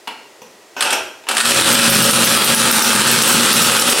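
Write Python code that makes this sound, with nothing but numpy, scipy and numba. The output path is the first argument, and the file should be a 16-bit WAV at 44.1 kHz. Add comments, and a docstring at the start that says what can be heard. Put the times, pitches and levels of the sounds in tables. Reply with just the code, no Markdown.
"""Dull knocks, close by in a small hard-walled room: an electric starter meets the spinner of a model
aeroplane's four-stroke engine. It grinds once, stalls, then turns the engine until it catches.
Exhaust puffs boom in the room, the valve gear clatters and the propeller swishes. Two microphones
stand close to the engine, where its sharp metallic cracks make the recorder's limiter duck."""
import sys
import numpy as np
from scipy import signal
from scipy.fft import rfft, irfft
from scipy.io import wavfile
from scipy.ndimage import uniform_filter1d
from numba import njit

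SR = 44100
rng = np.random.default_rng(int(sys.argv[2]) if len(sys.argv) > 2 else 0)


def dump_mix(stems):
    """Bounce the given channels to the path in sys.argv[1] as a 16-bit WAV at rate SR."""
    frames = np.atleast_2d(stems).T  # one column per channel
    limited = np.clip(frames, -1, 1)  # hard clip at full scale
    pcm = np.round(limited * 32767).astype(np.int16)
    wavfile.write(sys.argv[1], SR, pcm)


N = 176400


# engine speed, two crank turns to a cycle: time_s, cycles_per_s
ENGINE_SPEED = [(1.35, 10.15), (1.5, 18), (1.7, 23), (2.0, 24), (2.3, 20.75), (2.7, 18.4), (3.05, 17.2),
                (3.3, 18.4), (3.55, 19.15), (4, 19.2)]
# how hard the engine works: time_s, exhaust_db, clatter_db
ENGINE_EFFORT = [(1.27, -84, -74), (1.33, -45, -22.5), (1.43, -30, -20), (1.46, -23.5, -12),
                 (1.7, -17, -9.5), (2.0, -14.5, -10.5), (2.3, -22.5, -15.5), (3.0, -22, -14.5),
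                 (4, -23.5, -14)]
# one cycle's exhaust puffs and valve-gear clicks: cycle_fraction, level_db
EXHAUST_PUFFS = [(0.042, -6), (.36, -13.5), (.7, -9)]
VALVE_CLICKS = [(.02, 7.5), (0.109, 1), (.19, 11), (0.268, 1.5), (0.348, 3), (0.458, 0.5), (0.538, -11),
                (0.681, 7.5), (0.768, -7.5), (0.882, -5)]
# exhaust and clatter from close by: frequency_hz, level_db
EXHAUST_SPECTRUM = [(25, -10), (60, -61), (95, -47), (125, -0.5), (150, -2), (190, 3.5), (230, 3.5),
                    (275, -19.5), (420, -8.5), (700, -29), (2000, -22)]
CLATTER_SPECTRUM = [(60, -35), (200, -14), (320, -1.5), (500, -1.5), (700, -4.5), (880, 0), (1080, -3.5),
                    (1270, 4), (1600, -0.5), (2100, -4.5), (2700, 1), (4100, -1), (5000, -4), (6700, -6),
                    (8300, -3.5), (10000, -5.5), (11500, -10), (13500, -18.5), (16000, -19.5)]
# resonances of engine and airframe: pitch_hz, width_hz, level_db
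ENGINE_MODES = [(550, 18, 10), (852, 9, -7.5), (878, 19, -1.5), (1176, 25, -7.5), (1324, 48, -2.5),
                (1541, 61, -0.5), (1640, 66, -7), (1833, 14, 2.5), (2514, 24, 1.5), (2670, 44, -13.5),
                (4020, 57, -10.5), (7420, 84, -1.5), (8040, 114, 1.5), (8960, 62, -6)]
def engine():
    """Puffs, valve clicks and blade swish follow the crankshaft; returns the sound and the bare puffs."""
    cycles = np.cumsum(curve(ENGINE_SPEED)) / SR
    puffs = unit(bursts(each_cycle(cycles, EXHAUST_PUFFS, scatter_db=1.5), decay_s=0.0036))
    puffs *= undb(curve(ENGINE_EFFORT, column=1))
    clicks = unit(bursts(each_cycle(cycles, VALVE_CLICKS, scatter_db=3), decay_s=0.0015))
    blades = np.cos(2 * np.pi * 4 * cycles)  # four blade passes a cycle
    swish = undb(-3.5) * (1 + 0.37 * blades) * noise()
    drive = (clicks + swish) * undb(curve(ENGINE_EFFORT, column=2))
    clatter = colour(drive, CLATTER_SPECTRUM) + undb(-15.5) * resonate(drive, ENGINE_MODES)
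    return undb(-8) * colour(puffs, EXHAUST_SPECTRUM) + clatter, puffs


# low resonances of exhaust and room: pitch_hz, width_hz, level_db
BOOM_MODES = [(128.6, 5.3, 4), (175, 11, -4), (237, 22, 0)]
def exhaust_boom(puffs, hum_hz=228):
    """The puffs set the exhaust and the room booming; a wavering hum rides on their level."""
    boom = undb(-6.5) * resonate(puffs, BOOM_MODES)
    phase = 2 * np.pi * np.cumsum(hum_hz * (1 + 0.0349 * drift(rate_hz=30))) / SR
    hum_db = curve(ENGINE_EFFORT, column=1) - 1.5 + 0.84 * drift(rate_hz=20)
    return boom + np.sin(phase) * undb(hum_db)


# metallic cracks of the running engine: start_s, level_db, pitch_hz
CRACK_EVENTS = [(1.7292, 4, 8600), (1.9007, 6, 10000), (2.024, 4.5, 8100), (2.111, 3, 9800),
                (2.2482, 5.5, 5300), (2.4452, 3, 8696), (2.5476, 2.5, 9900), (2.7137, 2.5, 9100),
                (2.824, 2.5, 6030), (2.9321, -5, 9720), (3.114, 1.5, 7800), (3.2245, 4, 9900),
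                (3.2785, 1.5, 7564), (3.3273, -1.5, 9100), (3.5304, 5, 5522), (3.626, 1, 8094),
                (3.7966, 3, 7724), (3.9, 3, 8208)]
# a crack from close by: frequency_hz, level_db
CRACK_SPECTRUM = [(300, -25), (2000, -9), (4300, -7), (5500, 11), (7000, -0.5), (9700, 8), (11500, 1),
                  (13200, 4.5), (14500, -8), (17500, 2), (20000, 3.5)]
# the high chink in every crack: pitch_hz, width_hz, level_db
CHINK_MODE = [(13400, 1000, 0)]
def cracks(ring_width_hz=410):
    """Sharp blows on metal share a high chink, and each rings at a pitch of its own."""
    blows, rings = 0, 0
    for start_s, level_db, pitch_hz in CRACK_EVENTS:
        blow = bursts([(start_s, level_db)], decay_s=0.0011)
        ring = signal.lfilter(*signal.iirpeak(pitch_hz, pitch_hz / ring_width_hz, fs=SR), blow)
        blows += blow
        rings += ring * np.sqrt(SR / np.pi / ring_width_hz)  # as much power as the blow
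    return colour(blows, CRACK_SPECTRUM) + undb(-9.5) * resonate(blows, CHINK_MODE) + undb(-4.5) * rings


# hard blows during the start: start_s, level_db
CLACK_EVENTS = [(.8075, 0.5), (.8235, -1), (.841, -19), (.9054, -8), (.9288, -7.5), (1.2875, -5),
                (1.3115, -7.5), (1.3683, -3), (1.3803, -5.5), (1.4032, 0.5), (1.4102, -1.5), (1.4556, 3.5),
                (1.4726, -3.5)]
# a clack from close by: frequency_hz, level_db
CLACK_SPECTRUM = [(80, -31), (250, -28), (700, -5.5), (1400, 8), (2000, 0), (2900, 5.5), (4300, 1.5),
                  (6500, -6), (8300, 0.5), (10500, -3), (13000, -21), (16000, -21)]
def clacks():
    """The starter bites and the engine kicks, ringing engine and airframe."""
    blows = bursts(CLACK_EVENTS, decay_s=0.0078)
    return colour(blows, CLACK_SPECTRUM) + undb(-14) * resonate(blows, ENGINE_MODES)


# grinding at the spinner: time_s, level_db
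GRIND_LEVEL = [(.71, -72), (.74, -56), (.76, -46), (.77, -21), (.8, -30), (.83, -12), (.89, -31.5),
               (.93, -11.5), (.96, -29.5), (1.0, -48), (1.06, -101), (1.15, -50), (1.26, -66), (1.28, -30),
               (1.3, -17.5), (1.35, -32), (1.45, -22), (1.6, -47), (1.95, -20), (2.05, -70)]
# the grind from close by: frequency_hz, level_db
GRIND_SPECTRUM = [(40, -47), (100, -15.5), (170, -20), (215, -3), (280, -4.5), (400, 1), (600, 0.5),
                  (820, 5), (1100, -3.5), (1450, 5.5), (1950, -7.5), (2600, 3.5), (4300, -16), (5600, -4.5),
                  (8200, -18), (11500, -38), (12700, -17), (15000, -47)]
# resonances of the starter: pitch_hz, width_hz, level_db
STARTER_MODES = [(1520, 13, 1), (2574, 20, 7.5), (5250, 130, -16), (12500, 290, -7.5)]
def starter_grind(turn_hz=88):
    """The starter's cup chatters on the spinner, once each uneven turn."""
    wobble = unit(uniform_filter1d(noise(), size=2000))
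    turns = np.cumsum(turn_hz * (1 + 0.0842 * wobble)) / SR
    rub = noise() * (1 + 0.32 * np.cos(2 * np.pi * turns)) * undb(curve(GRIND_LEVEL))
    return colour(rub, GRIND_SPECTRUM) + undb(-13) * resonate(rub, STARTER_MODES)


# dull knocks and light metal ticks at the aeroplane's nose: start_s, level_db
KNOCK_EVENTS = [(.0735, -17.5), (.077, -14), (.418, -31.5), (.463, -44), (.506, -55), (.664, -58),
                (.766, -20), (.7936, -21), (1.133, -64.5), (1.213, -46), (1.238, -31), (1.2685, -23)]
TICK_EVENTS = [(.418, -30), (.464, -42), (.506, -46), (.545, -50)]
# a knock from close by: frequency_hz, level_db
KNOCK_SPECTRUM = [(50, -45), (100, -23), (200, -14), (280, -7), (450, -7), (700, -4), (950, 2.5),
                  (1250, -5), (2000, -10), (2900, -1.5), (3400, -13), (4200, -12), (6000, -22),
                  (10500, -27), (16000, -38)]
# resonances of the ticking metal and the knocked airframe: pitch_hz, width_hz, level_db
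TICK_MODES = [(229, 32, 1), (515, 60, 5), (960, 30, -2), (5870, 500, -7), (6700, 400, -18),
              (10000, 4000, -24)]
AIRFRAME_MODES = [(434, 10, -12), (913, 9, 3), (965, 7.1, 1), (1025, 12, -7), (2840, 33, -9),
                  (3320, 16, -9)]
def starter_knocks():
    """The starter knocks and ticks as it is seated; returns these taps and the airframe's ring."""
    blows = bursts(KNOCK_EVENTS, decay_s=0.0044)
    ticks = resonate(bursts(TICK_EVENTS, decay_s=0.0048), TICK_MODES)
    return colour(blows, KNOCK_SPECTRUM) + ticks, undb(-5) * resonate(blows, AIRFRAME_MODES)


# hiss band of the slipping cup: pitch_hz, width_hz, level_db
SCRAPE_BAND = [(6300, 2700, 0)]
def starter_scrape(peak_s=0.83, swell_s=0.022):
    """A short, faint hiss as the starter's cup first slips."""
    swell = np.exp(-((np.arange(N) / SR - peak_s) / swell_s) ** 2)
    hiss = resonate(resonate(noise(), SCRAPE_BAND), SCRAPE_BAND)
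    return undb(-40) * swell * unit(hiss)


def wall_reflections(low_t60_s=0.56, treble_t60_s=0.32, top_t60_s=0.086):
    """The hard walls answer an impulse with dense echoes, even in colour; the highest die soonest."""
    t = np.arange(N) / SR
    grain = noise()
    low = signal.sosfilt(signal.butter(1, 3500, fs=SR, output="sos"), grain)
    top = signal.sosfiltfilt(signal.butter(4, 11500, "high", fs=SR, output="sos"), grain - low)
    bands = [(low, low_t60_s), (grain - low - top, treble_t60_s), (top, top_t60_s)]
    tail = sum(band * undb(-60 * t / t60_s) for band, t60_s in bands)
    spectrum = rfft(tail * np.minimum(t / .004, 1))  # echoes build up over 4 ms
    smooth_magnitude = np.sqrt(uniform_filter1d(np.abs(spectrum) ** 2, size=160))
    return irfft(spectrum / smooth_magnitude, N)[:SR]


def room_echoes(sound, drift_hz=0.3):
    """Two sets of wall echoes slowly trade places; returns mid and side."""
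    first, second = (signal.fftconvolve(sound, wall_reflections())[:N] for _ in range(2))
    echoes = (first + 1j * second) * np.exp(2j * np.pi * drift_hz * np.arange(N) / SR)
    return echoes.real, echoes.imag


# the room's background at the microphones: frequency_hz, level_db
ROOM_TONE_SPECTRUM = [(24, -57), (40, -31), (242, -11), (389, 1.5), (1170, -8.5), (1790, -10.5), (1930, -3),
                      (2080, -11), (7060, -15), (8010, -16.5), (12200, -23.5), (15700, -29)]
def room_tone():
    """Faint, steady noise behind the engine."""
    return undb(-45.5) * colour(noise(), ROOM_TONE_SPECTRUM)


def undb(db):
    """Decibels to gain."""
    return 10 ** (np.asarray(db) / 20)


def unit(x):
    """Scale to rms 1."""
    return x / np.sqrt(np.mean(x ** 2))


def noise():
    """White noise."""
    return rng.standard_normal(N)


def drift(rate_hz):
    """Smooth random wander, rms 1."""
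    span = int(SR / rate_hz)
    steps = np.repeat(rng.standard_normal(N // span + 1), span)
    return unit(uniform_filter1d(uniform_filter1d(steps, span), span)[:N])


def curve(table, column=1):
    """One column of a control table at every sample."""
    rows = np.array(table, float)
    return np.interp(np.arange(N) / SR, rows[:, 0], rows[:, column])


def colour(x, points):
    """Causal filter through (frequency_hz, level_db) points; keeps the power of white noise."""
    hz, db = np.array(points, float).T
    f = np.fft.rfftfreq(2 * N, 1 / SR)
    magnitude = unit(undb(np.interp(np.log(f + 1), np.log(hz), db)))
    cepstrum = irfft(np.log(magnitude))
    cepstrum[1:N] *= 2  # fold to minimum phase
    cepstrum[N + 1:] = 0
    return irfft(rfft(x, 2 * N) * np.exp(rfft(cepstrum)))[:N]


def resonate(x, modes):
    """Bank of resonances; keeps the power of white noise."""
    f = np.fft.rfftfreq(2 * N, 1 / SR)
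    response = sum(undb(db) * 1j * f * width / (hz ** 2 - f ** 2 + 1j * f * width)
                   for hz, width, db in modes)
    return irfft(rfft(x, 2 * N) * response / np.sqrt(np.mean(np.abs(response) ** 2)))[:N]


def bursts(events, decay_s):
    """A sudden, quickly dying burst of noise at each (start_s, level_db)."""
    times, db = np.array(events).T
    onsets = np.bincount(np.clip(times * SR, 0, N).astype(int), undb(db) ** 2, N + 1)[:N]
    power = signal.lfilter([1], [1, -np.exp(-2 / (decay_s * SR))], onsets + 1e-18)
    return np.sqrt(power) * noise()


def each_cycle(cycles, pattern, scatter_db, jitter_s=0.0015):
    """Repeat a pattern once an engine cycle, uneven in time and strength."""
    fraction, db = np.array(pattern).T
    count = int(cycles[-1]) + 1
    places = np.arange(count)[:, None] + fraction
    times = np.interp(places, cycles, np.arange(N) / SR, right=2 * N / SR)
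    times += jitter_s * rng.standard_normal(places.shape)
    levels = db + scatter_db * rng.standard_normal(places.shape)
    return np.column_stack([times.ravel(), levels.ravel()])


# side level of the echoes and room tone, narrow in the lows, the side almost gone near 13 kHz: frequency_hz,
# side_db
STEREO_WIDTH = [(40, -20), (125, -22), (250, -10.5), (500, -3), (1000, 6), (4000, 4.5), (8000, 4.5),
                (10500, 0.5), (13000, -33), (16000, -19)]
def scene():
    """Engine and starter centred before two close microphones; echoes and room tone give the width."""
    motor, puffs = engine()
    taps, airframe_ring = starter_knocks()
    direct = motor + starter_grind() + starter_scrape() + taps + cracks()
    kicks = clacks()
    room_gain = undb(3)
    echo_mid, echo_side = room_echoes(room_gain * (direct + undb(-8) * kicks))
    trim = 1 / np.sqrt(1 + room_gain ** 2)  # offsets the power the echoes add
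    mid = trim * (direct + kicks + echo_mid) + exhaust_boom(puffs) + airframe_ring + room_tone()
    side = undb(-19) * colour(trim * echo_side + room_tone(), STEREO_WIDTH)
    return np.array([mid + side, mid - side])


@njit
def hold_peaks(level, fall):
    """Follow rises at once and falls slowly."""
    held, peak = np.empty(len(level)), 0.
    for i in range(len(level)):
        peak = max(level[i], peak * fall)
        held[i] = peak
    return held


def record(dry):
    """A fast limiter, led by the left microphone, holds the roar down; peaks clip and the top is cut."""
    limit_db, detect_s, release_s = -9.5, 0.0018, 0.066
    ceiling, top_hz = 0.93, 15850
    level = np.sqrt(np.abs(uniform_filter1d(dry[0] ** 2, int(detect_s * SR))))
    held = hold_peaks(level, np.exp(-1 / (release_s * SR)))
    gain = 1 / np.maximum(held / undb(limit_db), 1)
    clipped = np.clip(dry * gain, -ceiling, ceiling)
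    return signal.sosfilt(signal.ellip(12, .1, 80, top_hz, fs=SR, output="sos"), clipped)


dry = scene()
out = record(dry)
dump_mix(out)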